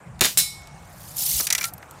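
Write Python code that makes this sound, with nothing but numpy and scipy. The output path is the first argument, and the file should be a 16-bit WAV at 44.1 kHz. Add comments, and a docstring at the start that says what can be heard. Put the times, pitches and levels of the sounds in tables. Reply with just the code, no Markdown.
"""Lever-cocked spring air rifle, close, in a quiet fenced yard.
The piston slams and the spring chatters, ringing receiver and shroud; the pellet rings a metal target.
Rifle tilted up: loose pellets pour down the magazine, the lever ratchets, a few last pellets tick.
Background: wind, far traffic, leaves, insects."""
import sys
import numpy as np
from scipy import signal
from scipy.io import wavfile

SR = 44100
rng = np.random.default_rng(int(sys.argv[2]) if len(sys.argv) > 2 else 0)


def to_wav(sig):
    """Store sig (one row per channel, or 1-D mono) as 16-bit WAV at the path in sys.argv[1].

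    Samples outside -1..1 are clipped; the rate is SR.
    """
    pcm = np.clip(np.atleast_2d(sig), -1, 1) * 32767
    pcm = np.round(pcm).astype(np.int16)
    wavfile.write(sys.argv[1], SR, pcm.T)  # frames by channels


N = 88200

# Levels are relative. Spectra are densities. Positive tilt favours the bass.
# trigger tick, piston slam, spring chatter: t/s, level/dB, tilt/(dB/oct)
SLAMS = [(0.1929, -31, 2), (0.209, -1, -0.5), (0.2119, -5.5, 2), (0.2171, -16, 7), (0.2196, -8.5, 1.5),
         (0.2263, -15, 4), (0.2385, -7, -0.5), (0.2457, -4.5, 1.2), (0.2535, -8, -3.5),
         (0.2592, -10.5, 1.5)]
SLAM_SPECTRUM = [(280, -6), (850, -4.5), (1200, 1), (2500, 6.5), (6000, 5.5), (16000, -1.5)]  # slam and tail noise: f/Hz, level/dB
TAIL_DECAY = [(200, 0.21), (1500, 0.16), (15000, 0.32)]  # rattling tail: f/Hz, t60/s
RECEIVER_MODES = [(153, -28.5, 0.015), (3620, -12.5, 0.031), (6770, -13.5, 0.042)]  # f/Hz, level/dB, t60/s
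HITS = [(.3735, -2, 0), (.3852, -8, -1.5)]  # pellet on target, direct and second arrival: t/s, level/dB, tilt/(dB/oct)
TARGET_MODES = [(2202, -21, 1.1), (3640, -19, .5), (3984, -7, .37), (5087, -13, .4), (5356, -11, .44),
                (7510, -8, .15), (8053, -6, .13), (8505, -15, .4), (8690, -12, .22), (9247, -11, .23),
                (9782, -4, .24), (10460, -11, .16), (12224, -15, .2)]  # clear modes: f/Hz, level/dB, t60/s
SPLASH_SPECTRUM = [(300, -28), (2500, -12.5), (4000, -7.5), (9600, -2), (16000, -7.5)]  # target noise and weak modes: f/Hz, level/dB
TARGET_DECAY = [(1500, 0.56), (5000, 0.58), (15000, 0.35)]  # base decay of both: f/Hz, t60/s
POUR_ENVELOPE = [(.7, -73), (.96, -53), (1.0, -45.5), (1.12, -41), (1.155, -43), (1.172, -30.5),
                 (1.22, -24), (1.43, -22.5), (1.465, -34), (1.5, -47.5), (1.62, -32.5), (1.69, -38.5),
                 (1.72, -63.5)]  # rolling pellets: t/s, level/dB
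POUR_SPECTRUM = [(2000, -18.5), (4200, -7.5), (6700, -4.5), (13300, -2.5), (15500, -6)]  # magazine tube: f/Hz, level/dB
TEETH = [(1.397, -20, 10.5), (1.4681, -8, -1.5), (1.486, -23, 2), (1.5025, -3.5, 0), (1.5253, -2, -1),
         (1.5494, -7, -0.7), (1.5799, -8.5, 2.5), (1.5843, -21, 1.5), (1.6098, -13.5, 3.5),
         (1.628, -17, 2.5), (1.6401, -8, 0.1)]  # ratchet clicks: t/s, level/dB, tilt/(dB/oct)
TOOTH_SPECTRUM = [(200, -39), (800, -21.5), (2050, -6), (4380, -4.5), (5870, -2), (12100, -11),
                  (16000, -14)]  # ratchet noise: f/Hz, level/dB
PAWL_MODES = [(5830, -15.5, 0.039), (11700, -28, 0.031), (13100, -28, 0.032)]  # f/Hz, level/dB, t60/s
LEVER_MODES = [(1365, .16), (1980, .04), (2347, .05)]  # f/Hz, t60/s
LEVER_BLOWS = [(1.5507, -37, -19.5, -25.5), (1.6128, -44, -41, -21.5), (1.64, -26.5, -45, -27.5)]  # t/s, then level/dB for each lever mode
TICKS = [(0.6182, -33, 11.5), (0.6716, -30.5, 9), (1.1672, -25, -4), (1.653, -15, 3.5), (1.736, -34, -4.5),
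         (1.7794, -39, -1), (1.826, -27, 16), (1.9091, -34.5, 0.5)]  # single pellets: t/s, level/dB, tilt/(dB/oct)
TICK_SPECTRUM = [(1000, -38.5), (2500, -15.5), (8000, -5), (12000, -3), (16000, -9)]  # tick noise: f/Hz, level/dB
MAGAZINE_MODES = [(12000, -10, 0.041), (12860, -7, 0.035)]  # f/Hz, level/dB, t60/s
TRAFFIC_SPECTRUM = [(250, -9), (380, -10), (750, -2.5), (1200, -7), (2400, -16.5), (3700, -37)]  # f/Hz, level/dB
TRAFFIC_ENVELOPE = [(0, -50), (.45, -56), (.72, -50.5), (1.1, -50), (2, -48)]  # t/s, level/dB
LEAF_SPECTRUM = [(2500, 6), (8500, 7), (11000, -12), (15500, -22)]  # f/Hz, level/dB
LEAF_ENVELOPE = [(0, -68.5), (.6, -58), (1.8, -65.5), (2, -58)]  # t/s, level/dB
WIND_SPECTRUM = [(30, -6), (54, -1.9), (150, 1), (191, -3), (230, -21), (350, -20)]  # f/Hz, level/dB
INSECT_SPECTRUM = [(7600, -1), (9400, -2)]  # f/Hz, level/dB

SHROUD_HZ, SHROUD_GAIN_DB, SHROUD_T60_S = 122.5, -37, .13
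CRACK_GAIN_DB = 10
RING_GAIN_DB, SPLASH_GAIN_DB, WEAK_GAIN_DB = -15, -13, -34.5
CLEAR_WAVER_DB, WEAK_WAVER_DB, WAVER_HZ = 1, 4.1, 40
POUR_CLICKS_PER_S, POUR_T60_CYCLES = 9000, 80
THUD_AT_S, THUD_HZ, THUD_DB, THUD_WIDTH_S = 1.36, 61, -30, .016
CUTOFF_HZ = 16900


def shot():
    """Piston and spring slams: hard crack, noise, receiver and hollow shroud modes, rattling tail."""
    s, db, tilt = np.transpose(SLAMS)
    receiver = struck_modes(SLAMS, RECEIVER_MODES)
    shroud_blows = clicks_at(s, db + SHROUD_GAIN_DB + 3 * tilt)
    shroud = sum(ring(shroud_blows, k * SHROUD_HZ, SHROUD_T60_S) for k in range(2, 6))
    crack = butter(-clicks_at(s, db + CRACK_GAIN_DB), 1, [1500, 9000], "band")
    tail = band_noise(SLAM_SPECTRUM, lambda hz: decay(.22, -22, at_hz(TAIL_DECAY, hz), hold_s=.05))
    noise = bursts(SLAMS, SLAM_SPECTRUM, gain_db=-9.5, treble_t60_s=.016, hold_s=.002)
    return noise + receiver + shroud + crack + tail


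def target():
    """Struck thin metal: clear and weak modes waver as it swings; a noise splash dies by band."""
    s, db, tilt = np.transpose(HITS)
    detune, strength, sustain = rng.random((120, 3)).T
    weak_hz = np.linspace(1600, 15000, 120) + 500 * detune
    weak_db = WEAK_GAIN_DB + at_hz(SPLASH_SPECTRUM, weak_hz) + 5 * strength
    weak_t60_s = at_hz(TARGET_DECAY, weak_hz) * (.5 + .42 * sustain)
    modes = np.zeros(N)
    for hz, level, t60_s in TARGET_MODES:
        direct_hit = clicks_at(s[:1], level + RING_GAIN_DB)
        modes += ring(direct_hit, hz, t60_s) * from_db(CLEAR_WAVER_DB * drift(WAVER_HZ))
    for hz, level, t60_s in zip(weak_hz, weak_db, weak_t60_s):
        both_hits = clicks_at(s, level + db + tilt * np.log2(6000 / hz))
        modes += ring(both_hits, hz, t60_s) * from_db(WEAK_WAVER_DB * drift(WAVER_HZ))

    def splash_envelope(hz):
        levels_db = db + SPLASH_GAIN_DB + tilt * np.log2(6000 / hz)
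        t60_s = .35 * at_hz(TARGET_DECAY, hz)
        return sum(decay(start_s, level, t60_s) for start_s, level in zip(s, levels_db))

    return modes + band_noise(SPLASH_SPECTRUM, splash_envelope)


def pellet_pour():
    """Clumped steel-on-steel clicks, each ringing one of 70 magazine tube modes."""
    envelope = from_db(in_time(POUR_ENVELOPE))
    clicks = from_db(3 * np.minimum(rng.exponential(1, N), 5)) * rng.choice([-1, 1], N)
    clicks *= rng.random(N) < POUR_CLICKS_PER_S / SR
    clicks *= from_db(2 * drift(34)) * envelope  # clumping
    modes_hz = np.linspace(2000, 15300, 70) * rng.uniform(.98, 1.02, 70)
    gains = from_db(at_hz(POUR_SPECTRUM, modes_hz)) * np.sqrt(modes_hz)
    mode_hit = rng.integers(0, 70, N)
    tube = sum(gains[k] * ring(clicks * (mode_hit == k), hz, POUR_T60_CYCLES / hz)
               for k, hz in enumerate(modes_hz))
    return unit_rms(butter(tube, 2, 2200, "high")) * np.sqrt(np.mean(envelope ** 2))


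def lever_ratchet():
    """Each tooth gives a noise burst and rings the pawl; three blows ring the lever."""
    blow_s, *blow_db = np.transpose(LEVER_BLOWS)
    lever = sum(ring(clicks_at(blow_s, db), hz, t60_s) for db, (hz, t60_s) in zip(blow_db, LEVER_MODES))
    tooth_s, tooth_db, _ = np.transpose(TEETH)
    pawl = sum(ring(clicks_at(tooth_s, tooth_db + db), hz, t60_s) for hz, db, t60_s in PAWL_MODES)
    noise = bursts(TEETH, TOOTH_SPECTRUM, gain_db=-10, treble_t60_s=.033, hold_s=.0015)
    return noise + butter(lever, 2, 1000, "high") + pawl


def pellet_ticks():
    """Single pellets: a tiny burst plus the magazine's high modes."""
    noise = bursts(TICKS, TICK_SPECTRUM, gain_db=-1.5, treble_t60_s=.017, hold_s=.00044)
    return noise + struck_modes(TICKS, MAGAZINE_MODES)


def stock_thud():
    """Soft low bump as the stock is braced."""
    t = np.arange(N) / SR - THUD_AT_S
    return from_db(THUD_DB) * np.exp(-(t / THUD_WIDTH_S) ** 2) * np.sin(2 * np.pi * THUD_HZ * t)


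def yard():
    """Far traffic, rustling leaves, gusty wind, a thin steady band of insects."""
    traffic = band_noise(TRAFFIC_SPECTRUM, lambda hz: from_db(2 * drift(10.2)))
    traffic *= from_db(in_time(TRAFFIC_ENVELOPE))
    leaves = band_noise(LEAF_SPECTRUM, lambda hz: from_db(3.45 * drift(30)))
    leaves *= from_db(in_time(LEAF_ENVELOPE))
    gust_db = 2.4 * drift(8.3)  # common to all bands
    wind = from_db(-47) * band_noise(WIND_SPECTRUM, lambda hz: from_db(gust_db + 2.3 * drift(10.4)))
    insects = from_db(-67) * band_noise(INSECT_SPECTRUM, lambda hz: 1)
    return traffic + leaves + wind + insects


def from_db(db):
    return 10 ** (np.asarray(db) / 20)


def unit_rms(x):
    return x / np.sqrt(np.mean(x ** 2) + 1e-20)


def in_time(rows):
    return np.interp(np.arange(N) / SR, *np.transpose(rows))


def at_hz(rows, hz):
    knots_hz, values = np.transpose(rows)
    return np.interp(np.log(hz), np.log(knots_hz), values)


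def butter(x, order, hz, kind):
    return signal.sosfilt(signal.butter(order, hz, kind, fs=SR, output="sos"), x)


def drift(corner_hz):
    """Slow random signal, rms 1."""
    r = np.exp(-2 * np.pi * corner_hz / SR)
    return unit_rms(signal.lfilter([1], [1, -2 * r, r * r], rng.standard_normal(N + SR))[SR:])


def clicks_at(s, db):
    clicks = np.zeros(N)
    clicks[(np.asarray(s) * SR).astype(int)] = from_db(db)
    return clicks


def ring(clicks, hz, t60_s):
    """One mode: a unit click starts a decaying sine of height 1."""
    r, w = from_db(-60 / (t60_s * SR)), 2 * np.pi * hz / SR
    return signal.lfilter([0, np.sin(w)], [1, -2 * r * np.cos(w), r * r], clicks + 1e-18)


def struck_modes(blows, modes):
    """Each blow rings all modes, tilted about 4 kHz."""
    s, db, tilt = np.transpose(blows)
    return sum(ring(clicks_at(s, db + level + tilt * np.log2(4000 / hz)), hz, t60_s)
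               for hz, level, t60_s in modes)


def decay(start_s, db, t60_s, hold_s=0):
    """Envelope: 0.8 ms rise, hold, exponential fall."""
    t = np.arange(N) / SR - start_s
    return np.clip(t / .0008, 0, 1) * from_db(db - 60 * np.maximum(t - hold_s, 0) / t60_s)


def band_noise(spectrum, envelope):
    """Noise in 21 bands, each under envelope(hz); rms near 1 at envelope 1."""
    edges_hz = np.geomspace(spectrum[0][0] / 1.12, min(spectrum[-1][0] * 1.05, .45 * SR), 22)
    centres_hz = np.sqrt(edges_hz[1:] * edges_hz[:-1])
    gains = from_db(at_hz(spectrum, centres_hz))
    gains /= np.sqrt(np.sum(gains ** 2 * np.diff(edges_hz)) * 2 / SR)
    white = rng.standard_normal((2, N))
    return sum(gains[k] * butter(white[k % 2] * envelope(hz) + 1e-18, 2, edges_hz[k:k + 2], "band")
               for k, hz in enumerate(centres_hz))


def bursts(blows, spectrum, gain_db, treble_t60_s, hold_s):
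    """One noise burst per blow, tilted about 4 kHz; lows last longer."""
    def envelope(hz):
        t60_s = treble_t60_s * (1.93 if hz < 2500 else 1)
        return sum(decay(s, db + gain_db + tilt * np.log2(4000 / hz), t60_s, hold_s)
                   for s, db, tilt in blows)

    return band_noise(spectrum, envelope)


def scene():
    return (shot() + target() + pellet_pour() + lever_ratchet() + pellet_ticks()
            + stock_thud() + yard())[None]


def record(dry):
    """Deep bass cut, highest peaks rounded, top cut."""
    dry = butter(dry, 2, 35, "high")
    rounded = dry / (1 + np.abs(dry / 1.1) ** 4) ** .25
    return signal.sosfilt(signal.cheby2(10, 60, CUTOFF_HZ, fs=SR, output="sos"), rounded)


dry = scene()
out = record(dry)
to_wav(out)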